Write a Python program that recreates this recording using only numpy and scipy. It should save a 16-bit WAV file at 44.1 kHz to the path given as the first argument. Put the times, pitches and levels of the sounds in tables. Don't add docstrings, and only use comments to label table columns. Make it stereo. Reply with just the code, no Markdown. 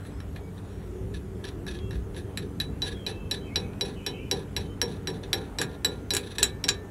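import sys
import numpy as np
from scipy import signal
from scipy.fft import rfft, irfft, next_fast_len
from scipy.io import wavfile
from scipy.ndimage import uniform_filter1d, map_coordinates

SR = 44100
rng = np.random.default_rng(int(sys.argv[2]) if len(sys.argv) > 2 else 0)


def how_loud(loudness_db):
    steps = np.asarray(loudness_db, float) / 20
    return 10 ** steps


def int16_out(signal):
    q = np.round(np.clip(np.atleast_2d(signal).T, -1, 1) * 32767)
    wavfile.write(sys.argv[1], SR, q.astype(np.int16))


N = 304696


def unit(x):
    return x / np.sqrt(np.mean(x ** 2) + 1e-20)


def along(points, hz):
    f, v = np.transpose(points)
    return np.interp(np.log(hz + 1), np.log(f + 1), v)


def wobble(rate):
    knots = rng.standard_normal(int(N * rate / SR) + 4)
    return map_coordinates(knots, [np.arange(N) * rate / SR])


def filtered(x, response):
    n = x.shape[-1]
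    m = next_fast_len(n + 8192)
    return irfft(rfft(x, m) * response(np.fft.rfftfreq(m, 1 / SR)), m)[..., :n]


def resonant(peaks):
    def response(f):
        total = 0
        for k, (centre, width, db) in enumerate(peaks):
            band = 1j * f * width
            total = total + (-1) ** k * how_loud(db) * band / (centre * centre - f * f + band)
        return total
    return response


def spread(pair, alike, lean=((100, 0), (9000, 0))):
    def mid_side(hz):
        turn = np.arccos(np.clip(along(alike, hz), -1, 1)) / 2
        return np.array([np.cos(turn), np.sin(turn)])
    mid, side = filtered(pair, mid_side)
    return filtered(np.array([mid + side, mid - side]), lambda hz: how_loud(along(lean, hz) * [[.5], [-.5]]))


def dying(t60s, seconds):
    n = int(seconds * SR)
    hz, t, z = signal.stft(rng.standard_normal((2, n)), SR, nperseg=64)
    return signal.istft(z * how_loud(-60 * t / along(t60s, hz)[:, None]), SR, nperseg=64)[1][:, :n]


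# (frequency [Hz], coherence [-1 to 1])
AIR_LIKENESS = [(30, .977), (70, .988), (130, .975), (290, .92), (640, .68), (1410, .3), (3100, -.25),
                (6820, .03), (15000, 0)]


def rush(response, patchy_db):
    z = signal.stft(rng.standard_normal((2, N)), nperseg=512)[2]
    field = uniform_filter1d(rng.standard_normal(z.shape[1:]), size=4, axis=0)
    field = uniform_filter1d(field, size=14, axis=1)
    pair = signal.istft(z * how_loud(patchy_db * unit(field)), nperseg=512)[1][:, :N]
    return unit(spread(filtered(pair, response), AIR_LIKENESS))


# (departure [s], arrival [s])
TRAVEL_S = (2.37, 6.64)


def frame_rocking(t):
    flick_s = np.array(FLICKS)[:, :1]
    since = np.clip(t - flick_s, 0, 9) / 0.066
    return np.max(since * np.exp(1 - since) * np.interp(flick_s, TRAVEL_S, [.6, 1]), axis=0)


# (time [s], effort [0-1])
PASS_EFFORT = [
    (.7, 0),
    (.85, 0.82),
    (1.05, 0.95),
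    (1.2, 0.38),
    (1.45, 0.8),
    (1.75, 0.97),
    (2.15, 0.89),
    (2.35, 0.052),
]


def passing(t):
    return np.clip(np.interp(t, *np.transpose(PASS_EFFORT), left=0, right=0), 0, 2)


# (frequency [Hz], density [dB per Hz])
RUMBLE = [(13, -40), (25, -15), (42, -3.5), (59, 3), (102, -4.5), (110, -0.5), (124, -13.5), (170, -6.5),
          (220, -37), (370, -120)]
DRONE = [(65, -84), (110, -9), (124, -1.5), (183, -2.5), (312, -9), (330, -48), (430, -21), (730, -120)]
WHINE = [(190, -85), (320, -10), (374, -3), (427, -3), (467, -6.5), (560, -18), (730, -48), (1230, -120)]
RUSH = [(320, -15.5), (540, -8), (593, -2.5), (1060, -8), (1370, -9), (2460, -16), (3480, -18), (4000, -26),
        (5000, -33), (6500, -57), (11000, -120)]
# (time [s], level [dB])
TRAFFIC = [(0, -40.5), (.75, -42), (1.15, -39), (1.45, -39.5), (1.95, -38.5), (2.5, -40.5), (2.95, -40.5),
           (3.6, -40.5), (4.1, -42), (5.4, -42.5), (6.91, -44)]
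# (level over mean traffic [dB], share of traffic swings [ratio], rise in the pass [dB],
#  rise when the frame rocks [dB], sway [dB])
LAYERS = [
    (1, 1.5, 0.5, 1.5, -2.5),
    (-4.5, 1.1, 1, 8, -1),
    (-7.5, 0.21, 3, 7, 3.2),
    (-10.5, 0.02, -1, -0.5, -1),
]


def far_traffic(t):
    traffic_db = np.interp(t, *np.transpose(TRAFFIC))
    mean_db = traffic_db.mean()
    effort, rocking = passing(t), frame_rocking(t)
    out = np.zeros((2, N))
    for (db, share, pass_db, rock_db, sway_db), points in zip(LAYERS, (RUMBLE, DRONE, WHINE, RUSH)):
        level_db = db + mean_db + share * (traffic_db - mean_db)
        level_db += pass_db * effort + rock_db * rocking
        level_db += np.clip(sway_db, -1.5, 1.5) * wobble(3.87)
        out += how_loud(level_db) * rush(lambda hz: how_loud(along(points, hz)), patchy_db=1.5)
    return out


# (frequency [Hz], pitch sway [Hz], level [dB])
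HUM = [(96.1, 0.59, -45.5), (192.3, 7.4, -51), (287.4, 6.04, -52)]


def machine_hum():
    out = np.zeros(N)
    for hz, sway, db in HUM:
        phase = 2 * np.pi * np.cumsum(hz + sway * wobble(12)) / SR
        out += how_loud(db + 3 + 1.4 * wobble(5)) * np.sin(phase)
    return out


# (frequency [Hz], pitch sway [Hz], level [dB])
PASS_NOTE = (372, 18, -41.5)


def passing_engine(t):
    hz, sway, db = PASS_NOTE
    phase = 2 * np.pi * np.cumsum(hz + sway * wobble(30)) / SR
    return passing(t) * how_loud(db + 1.7 * wobble(7.86)) * np.sin(phase)


# (frequency [Hz], density [dB per Hz])
HISS = [(2500, -24), (4000, 2), (4800, -1.5), (6100, 2.5), (11500, 1), (14000, -5.5), (15750, -7),
        (15850, -60)]


def air():
    t = np.arange(N) / SR
    hiss = how_loud(-62) * rush(lambda hz: how_loud(along(HISS, hz)), patchy_db=-2.5)
    return hiss + far_traffic(t) + machine_hum() + passing_engine(t)


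# (start [s], length [s], first pitch [Hz], last pitch [Hz], level [dB])
CLEAR_NOTES = [(0, .1, 4100, 4000, -75), (.12, .12, 5050, 5350, -76), (.41, .09, 2260, 2280, -71),
               (.68, .19, 5560, 5640, -81), (0, .18, 8000, 8000, -78), (.88, .07, 7250, 7050, -81),
               (.94, .07, 7050, 6300, -81),
               (1.735, 0.16, 3260, 3280, -69), (1.81, 0.125, 2700, 2720, -70), (2.7, 0.11, 2600, 2850, -75),
            (2.82, .14, 2810, 2780, -71), (2.93, 0.12, 3350, 3150, -65), (3.04, 0.26, 2650, 2630, -59.5),
            (4.071, .1, 3000, 3120, -64), (4.12, 0.09, 3040, 3020, -65), (3.506, 0.065, 2100, 2354, -59),
            (3.57, 0.1, 2535, 2530, -61), (3.67, .14, 2530, 2520, -68), (4.63, 0.11, 3060, 3075, -66),
            (4.085, .12, 2210, 2200, -69), (4.18, .05, 2300, 2400, -60), (3.6, .12, 2230, 2220, -67)]
WARBLES = [(2.249, 0.12, 3180, 3000, -74), (3.07, 0.25, 3170, 3150, -72), (3.405, 0.081, 3130, 3100, -64),
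           (3.445, 0.07, 2600, 2500, -65), (3.45, .07, 2300, 2200, -67), (3.568, 0.17, 2250, 2330, -68),
           (3.953, 0.1, 2920, 2960, -63), (4.039, 0.14, 3111, 2967, -61), (3.961, 0.133, 2600, 2520, -65),
           (4.12, 0.094, 2500, 2670, -60), (4.19, 0.11, 2350, 2470, -65), (4.18, 0.13, 3030, 2950, -66),
           (2.94, 0.11, 3350, 3134, -64), (4.13, 0.16, 2760, 2680, -64), (4, .04, 2350, 2350, -66)]


def birds():
    t, out = np.arange(N) / SR, np.zeros(N)
    notes = [(*note, 8) for note in CLEAR_NOTES]
    notes += [(*note, 60) for note in WARBLES]
    for s, length, first_hz, last_hz, db, sway_hz in notes:
        u = np.clip((t - s) / length, 0, 1)
        pitch = first_hz + (last_hz - first_hz) * u + sway_hz * wobble(200)
        level = how_loud(db + 9 + 1.1 * wobble(25.36)) * np.sin(np.pi * u) ** 0.27
        out += level * np.sin(2 * np.pi * np.cumsum(pitch) / SR)
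    return out


# (travel [0-1], drum [dB], overtone [dB], washer [dB], edge [dB])
PLACE = [
    (0, -26, -29.5, -24.5, 11.5),
    (.25, -25.5, -8, -19.5, 1),
    (.62, -16.5, -9.5, -19, 9.5),
    (1, -24, -12.5, -19, -6),
]


def place(s):
    travel = np.interp(s, TRAVEL_S, [0, 1])
    at, *columns = np.transpose(PLACE)
    return [travel] + [np.interp(travel, at, c) for c in columns]


# (start [s], length [s], level [dB], sizzle [dB])
RUBS = [(0.043, 0.065, -62, 3), (0.346, 0.035, -54, -6), (0.472, 0.018, -58, -9), (0.54, 0.42, -67.5, -14),
        (1.138, 0.037, -53.5, -9), (1.436, 0.065, -46, -8), (1.662, 0.12, -47.5, -8),
        (1.901, 0.08, -49.5, -6.5), (2.147, 0.063, -49, -4), (5.23, 0.025, -41.5, -14),
        (5.467, 0.023, -64, -15), (5.686, 0.1, -56, -9), (6.127, 0.077, -40, -1),
        (6.226, 0.17, -49.5, -6.5), (6.403, 0.058, -55, -12), (6.692, 0.079, -47.5, -11)]
# (time [s], peak [dB], stud ring [dB], whirr [dB], whirr length [s])
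FLICKS = [(2.374, -14.5, -26.5, -47.5, 0.058), (2.601, -13.5, -12.5, -47.5, 0.052),
          (2.8195, -17, -9.5, -41, 0.093), (3.0651, -13.5, -16, -45.5, 0.08),
          (3.3116, -13.5, -14.5, -47.5, 0.074), (3.5582, -10, -15, -47.5, 0.084),
          (3.8101, -13, -15, -45, 0.11), (4.0639, -11.5, -18, -44.5, .058),
          (4.3129, -10, -16.5, -47, 0.097), (4.565, -13.5, -19.5, -46, 0.095),
          (4.8156, -13.5, -17, -47, 0.13), (5.073, -21, -15, -50.5, 0.1), (5.3309, -9, -18.5, -48, 0.13),
          (5.586, -15.5, -18, -39.5, 0.063), (5.8468, -8, -14, -52, 0.13), (6.1056, -12, -20, -57, .03),
          (6.3833, -14, -19.5, -46, 0.12), (6.6407, -11, -24, -53, 0.034)]
# (drum [dB], overtone [dB], washer [dB], hub knock over the usual [dB], ring length [ratio])
BITES = [(3.5, 4, 4.5, -6, 0.91), (1, 3, -0.5, -0.5, 0.86), (-3, 3, 2, 6, 1.1), (-2, -5, -6, 2, 0.92),
         (0.5, -3.5, 3, -2, 1.2), (2, -1.5, -2.5, 0, 0.93), (-5.5, -2.5, -0.5, -1, 1.07),
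         (-1.5, -0.5, -2, -3, 0.88), (-3.5, 3, 3, 1.5, 0.79), (-3, -4.5, -1.5, -2, 0.94),
         (-0.5, 4, 5.5, 3, 0.99), (-3.5, -4, 3, -1.5, 1.26), (-0.5, 0, 0.5, 2, 0.98), (-1, 1.5, 0, 0, 0.9),
         (2.5, -4, 4, 0.5, 1), (-3, 1.5, -1, -4.5, 1.2), (2, -4, 4, -2.5, 0.8), (0.5, 6.5, -3, -3.5, 0.58)]


def runs():
    rows = []
    for (s, db, _, whirr_db, length), bite in zip(FLICKS, BITES):
        tip_loss_db = 13.5 * max(0, 1 - place(s)[0] / 0.33)
        knock_db = -43.5 + 0.16 * (db + 8.5) - tip_loss_db
        rows.append((s + 0.00407, length, whirr_db, -6.5, knock_db + bite[3]))
    return rows + [(*row, row[2] - 11.5) for row in RUBS]


# (frequency [Hz], width [Hz], level [dB])
THREAD = [(1700, 78, 6), (2536, 107, -1.5), (3740, 613, 9.5), (3934, 1280, 3), (5790, 430, -5)]
SIZZLE = [(7360, 900, -10.5), (10550, 290, 4), (12400, 3000, -20)]
RASP = [(14500, 3500, -5.5)]
# (frequency [Hz], coherence [-1 to 1])
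CLOSE = [(700, .92), (1700, .8), (2600, .5), (3600, -.3), (5500, .3), (9000, 0), (13000, -.4)]
# (frequency [Hz], level difference [dB])
SIDE_DB = [(400, 0.5), (2400, -7), (3200, -3.5), (4400, -0.5), (8000, -4), (15000, 1.5)]


def thread_chatter():
    t = np.arange(N) / SR
    whirr, sizzle = np.zeros((2, N))
    for s, length, db, sizzle_db, _ in runs():
        u = np.clip((t - s) / length, 0, 3)
        run = how_loud(db) * np.clip((t - s) / 0.0056, 0, 1) * np.exp(-u ** 3 * 1.26)
        whirr += run
        sizzle += how_loud(sizzle_db) * run
    seated = np.interp(t, [5.5, 6.13], [0, 1])
    grains = unit(rng.standard_normal((2, N)) * how_loud(5.1 * wobble(70) + 1.7 * wobble(500)))
    chatter = filtered(grains * whirr, resonant(THREAD)) + filtered(grains * sizzle, resonant(SIZZLE))
    rasp = filtered(grains * sizzle ** 2 / how_loud(-40) * seated, resonant(RASP))
    return spread(how_loud(12.5) * chatter + how_loud(10.5) * rasp, CLOSE, SIDE_DB)


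# (frequency [Hz], width [Hz], level [dB])
HUB = [(291, 30, -4.5), (402.6, 37, 1.5), (442.5, 22, -1), (477.3, 23, -2), (633, 160, -19.5),
       (772, 38, -7.5), (990, 72, -15)]


def hub_knock():
    t = np.arange(N) / SR
    tremor, push = np.zeros((2, N))
    for s, _, _, _, knock_db in runs():
        push[round(s * SR)] = how_loud(knock_db + 4.5)
        rise = np.clip((t - s) / 0.0049, 0, 1)
        tremor += how_loud(knock_db) * rise * how_loud(-60 * np.clip(t - s, 0, 9) / 0.36) * how_loud(0.5)
    push = np.convolve(push, np.hanning(24))[:N]
    force = rng.standard_normal((2, N)) * tremor + push * [[1], [0]]
    thud = filtered(force, resonant(HUB)) * how_loud(34.0)
    return spread(thud, [(300, 0.87), (900, 0.95)], SIDE_DB)


# (time [s], peak [dB], drum [dB], stud ring [dB])
TOUCHES = [(0.0516, -44, -5, -34.5), (0.2032, -35.5, -12, -18), (0.361, -26, -21.5, -37),
           (0.368, -41, -13, -35), (1.14, -45, -14, -13), (1.158, -47, -13, -17), (1.452, -27.5, -22, -22),
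           (1.489, -30.5, -18, -28), (1.666, -38, -1.5, -12.5), (1.72, -46, -7, -13),
           (1.7888, -28, -33, -39), (1.909, -42, -4, -9), (2.146, -36, -21, -23), (3.734, -39, -24, -37),
           (1.468, -33, -21, -22), (1.695, -42, -12, -21), (1.75, -37, -22, -22), (1.93, -37, -14, -22),
           (1.955, -39, -10, -26), (2.165, -34, -18, -24), (2.19, -38, -20, -24), (5.715, -33, -27, -30),
           (6.4245, -17, -28, -28), (2.845, -34, -22, -26), (2.89, -34, -20, -28), (3.115, -31, -20, -28),
           (5.415, -36, -24, -30)]


def touches():
    return [(s, db, drum, stud, stud + 6, drum - 8, 10, 0, 1, (-8, -8)) for s, db, drum, stud in TOUCHES]


# (main note [dB], top notes [dB])
CHIMES = [(-2, -10), (-4, -6), (-6, -6), (-3, -6), (-6, -8), (-5, -7), (-4, -5), (-4, -7), (-5, -13),
          (-1, -3), (-8, -4), (-2, -1), (-2, 5), (1, 3), (4, 4), (-3, 5), (0, 1), (6, 1)]


def flicks():
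    rows = []
    for (s, db, stud, *_), bite, chime in zip(FLICKS, BITES, CHIMES):
        drum_db, high_db, washer_db, _, lasts = bite
        _, drum, high, washer, edge = place(s)
        less_db = 0.67 * (db + 17.0)
        rows.append((s, db, drum - less_db + drum_db, stud, high - less_db + high_db,
                     washer + washer_db, edge - washer_db, 0, lasts, chime))
    return rows


# (time [s], peak [dB], drum [dB], stud ring [dB], washer [dB])
LANDINGS = [
    (5.6149, -15.5, -12, -28, -8),
    (6.137, -16, -22.5, -42, -6),
    (6.1489, -17.5, -16, -16, -2),
    (6.167, -10.5, -24, -22, -10),
    (6.429, -4, -23.5, -21.5, -7),
    (6.6836, -23, -10, -10, 0),
    (6.6886, -5, -23.5, -21, -10),
]
# (overtone [dB], upper washer notes [dB], edge over the usual [dB], ring length [ratio])
SEATS = [(5, 3.5, 6, 0.68), (2, 3.5, 13, 0.54), (3, 1.5, 8, 0.59), (-2, 1, 10, 0.76), (-5, 2, -6, 1.07),
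         (-2, -8, -1, 1.04), (4, -7, -18, 1.03)]


def landings():
    rows = []
    for (s, db, drum, stud, washer), (high_db, upper_db, edge_db, lasts) in zip(LANDINGS, SEATS):
        edge = place(s)[-1] - 16 + edge_db
        rows.append((s, db, drum, stud, -17 + high_db, washer, edge, upper_db, lasts, None))
    return rows


# (frequency [Hz], level [dB], t60 [s])
DRUM_STEEL = [(1176, -28.5, 0.21), (1803, -19.5, 0.068), (2285, -39.5, 0.66), (2360, -45, 0.088),
              (2484, -14.5, 0.044)]
STUD_STEEL = [(3150, -16, 0.035), (3640, -8, 0.029), (3780, -8, 0.029), (4100, -2.5, 0.024),
              (4766, -11, 0.036), (5550, -13, 0.09), (5670, -2, 0.018), (3945, -8, 0.075), (3933, -17, 0.2)]
NUT_STEEL = [(10470, -23, 0.032)]
LOOSE_STEEL = [(1680, -13, 0.07), (1750, -9, 0.06), (10850, -17, 0.05), (11965, -18, 0.04),
               (13585, -19, 0.03), (7705, -6, 0.04)]
SEATED_STEEL = [(1662, -10, 0.072), (7115, -7.5, 0.028), (7400, -16, 0.037), (8070, -10, 0.025),
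                (12400, -33, 0.025), (13400, -34, 0.02)]
# (frequency [Hz], left lead [rad])
LEAN = [(1650, -3.5), (2500, -4), (3150, -7), (3600, -5), (3935, 8), (4250, 3), (4800, 2), (5570, 3),
        (7100, 0), (8000, -1)]
LEAD = [(1650, .2), (1780, .7), (2500, .5), (3150, -.4), (3600, 2.3), (3935, 1.3), (4800, -.4), (5570, 1.3),
        (7100, 1.8)]


def steel_ring(t, db, tones, upper, lasts, chime):
    drum, low, high, washer = tones
    modes = DRUM_STEEL + STUD_STEEL + NUT_STEEL + LOOSE_STEEL + SEATED_STEEL
    hz, level, t60 = np.array(modes).T[:, :, None]
    loose = np.isin(hz, np.array(LOOSE_STEEL)[:, 0])
    seated = np.isin(hz, np.array(SEATED_STEEL)[:, 0])
    colour = [(1900, drum), (2400, 0), (3600, 0), (3935, low), (4200, 0), (5570, high), (7130, washer),
              (7700, washer + upper), (8100, washer + upper), (10000, washer + upper / 2)]
    free = lasts * np.interp(db, [-30, -22], [.45, 1])
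    if chime is None:
        family_db = loose * -8
    else:
        chime_db = np.interp(hz, [2000, 7700, 11000, 11900], [0, chime[0], 0, chime[1]])
        family_db = seated * -11 + loose * chime_db
    knots = rng.standard_normal((len(hz), 42))
    flutter = 2.3 * np.array([np.interp(t * 60, np.arange(42), row) for row in knots])
    level_db = along(colour, hz) + level + flutter + family_db
    level_db = level_db + knots[:, -1:] * np.where(hz > 6500, 1.2, 0) - 60 * t / (t60 * free)
    gain = how_loud(level_db) * (1 - np.exp(-t / 0.0012))
    phase = 2 * np.pi * hz * (1 + 0.0014 * rng.standard_normal(hz.shape)) * t
    lean, lead = along(LEAN, hz), along(LEAD, hz)
    return np.array([np.sum(gain * how_loud(k * lean) * np.sin(phase + k * lead), axis=0) for k in (.5, -.5)])


# (frequency [Hz], density [dB per Hz])
CRACK = [(410, -61), (700, -7.5), (1650, -9.5), (2920, -1), (3960, 4.5), (5650, -20.5), (6540, -6),
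         (7170, -15.5), (11400, -9), (12700, -29), (14500, -39), (16500, -100)]
# (frequency [Hz], t60 [s])
FADE = [(1000, 0.13), (4000, 0.022), (9000, 0.02), (15000, 0.096)]


def crack(t, tones, edge, upper):
    drum, _, _, washer = tones
    noise = dying(FADE, .5) + 3 * how_loud(-60 * t / 0.0026) * rng.standard_normal(len(t))
    noise[:, 2] += 4.5
    broad = [(1200, drum - 5), (1700, drum), (3500, 0.0043), (7500, washer), (9500, washer + upper),
             (12500, washer + edge), (15500, washer + edge - 8)]
    noise = filtered(noise, lambda f: how_loud(along(CRACK, f) + along(broad, f)))
    return how_loud(2.5) * spread(noise, CLOSE, SIDE_DB)


# (drum [dB], stud [dB], overtone [dB], washer [dB])
TYPICAL_DB = (-21.25, -21.75, -19.5, -18.75)


def clicks():
    out, t = np.zeros((2, N + SR)), np.arange(SR // 2) / SR
    for s, db, *tones, edge, upper, lasts, chime in touches() + flicks() + landings():
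        tones = np.subtract(tones, TYPICAL_DB)
        sound = steel_ring(t, db, tones, upper, lasts, chime) + crack(t, tones, edge, upper)
        out[:, round(s * SR):][:, :len(t)] += how_loud(db - 7.0) * sound
    return out[:, :N]


# (time [s], frequency [Hz], level [dB])
DRUM_NOTES = [(4.063, 1400, -65), (4.816, 1400, -57), (5.33, 1405, -54), (5.614, 1405, -55),
              (5.847, 1405, -53), (5.615, 1805, -51), (6.168, 1803, -65), (6.43, 1780, -49),
              (6.688, 1780, -48)]


def drum_notes():
    out, t = np.zeros(N + SR), np.arange(SR) / SR
    for s, hz, db in DRUM_NOTES:
        start = round(s * SR)
        out[start:start + SR] += how_loud(db - 60 * t / 1.2) * np.sin(2 * np.pi * hz * (t + start / SR))
    return out[:N]


# (frequency [Hz], t60 [s])
YARD = [(300, 0.59), (2000, 0.14), (10000, 0.089)]


def yard(x):
    tail = dying(YARD, 0.54)
    late = np.pad(x, (300, 0))[None]
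    return signal.fftconvolve(late, tail / np.linalg.norm(tail[0]), axes=1)[:, :N]


def scene():
    background, song = air(), birds()
    whirr = thread_chatter() + hub_knock()
    strikes = clicks() + drum_notes()
    echo = how_loud(-10.0) * yard(strikes[1] + whirr[1]) + how_loud(-2) * yard(song)
    soft = filtered(whirr + echo + background, lambda hz: hz < 15850)
    return strikes + soft + song * how_loud([[-1.5], [1.5]])


def low_pass(x):
    return signal.sosfilt(signal.butter(12, 16690, fs=SR, output="sos"), x)


def record(dry):
    held = dry / (1 + np.abs(dry / .88) ** 6) ** (1 / 6)
    t = np.arange(N) / SR
    since = t - np.array(FLICKS + [LANDINGS[-1]])[:, :1]
    clatter = np.abs(t - np.array(LANDINGS)[:, :1] - .008).min(axis=0) < .012
    dip = np.any((since > .004) & (since < .032), axis=0) * ~clatter * 1.
    held = held - uniform_filter1d(dip, size=160) * filtered(held, lambda hz: hz > 14200)
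    return low_pass(filtered(held, lambda hz: hz < 16600))


dry = scene()
out = record(dry)
int16_out(out)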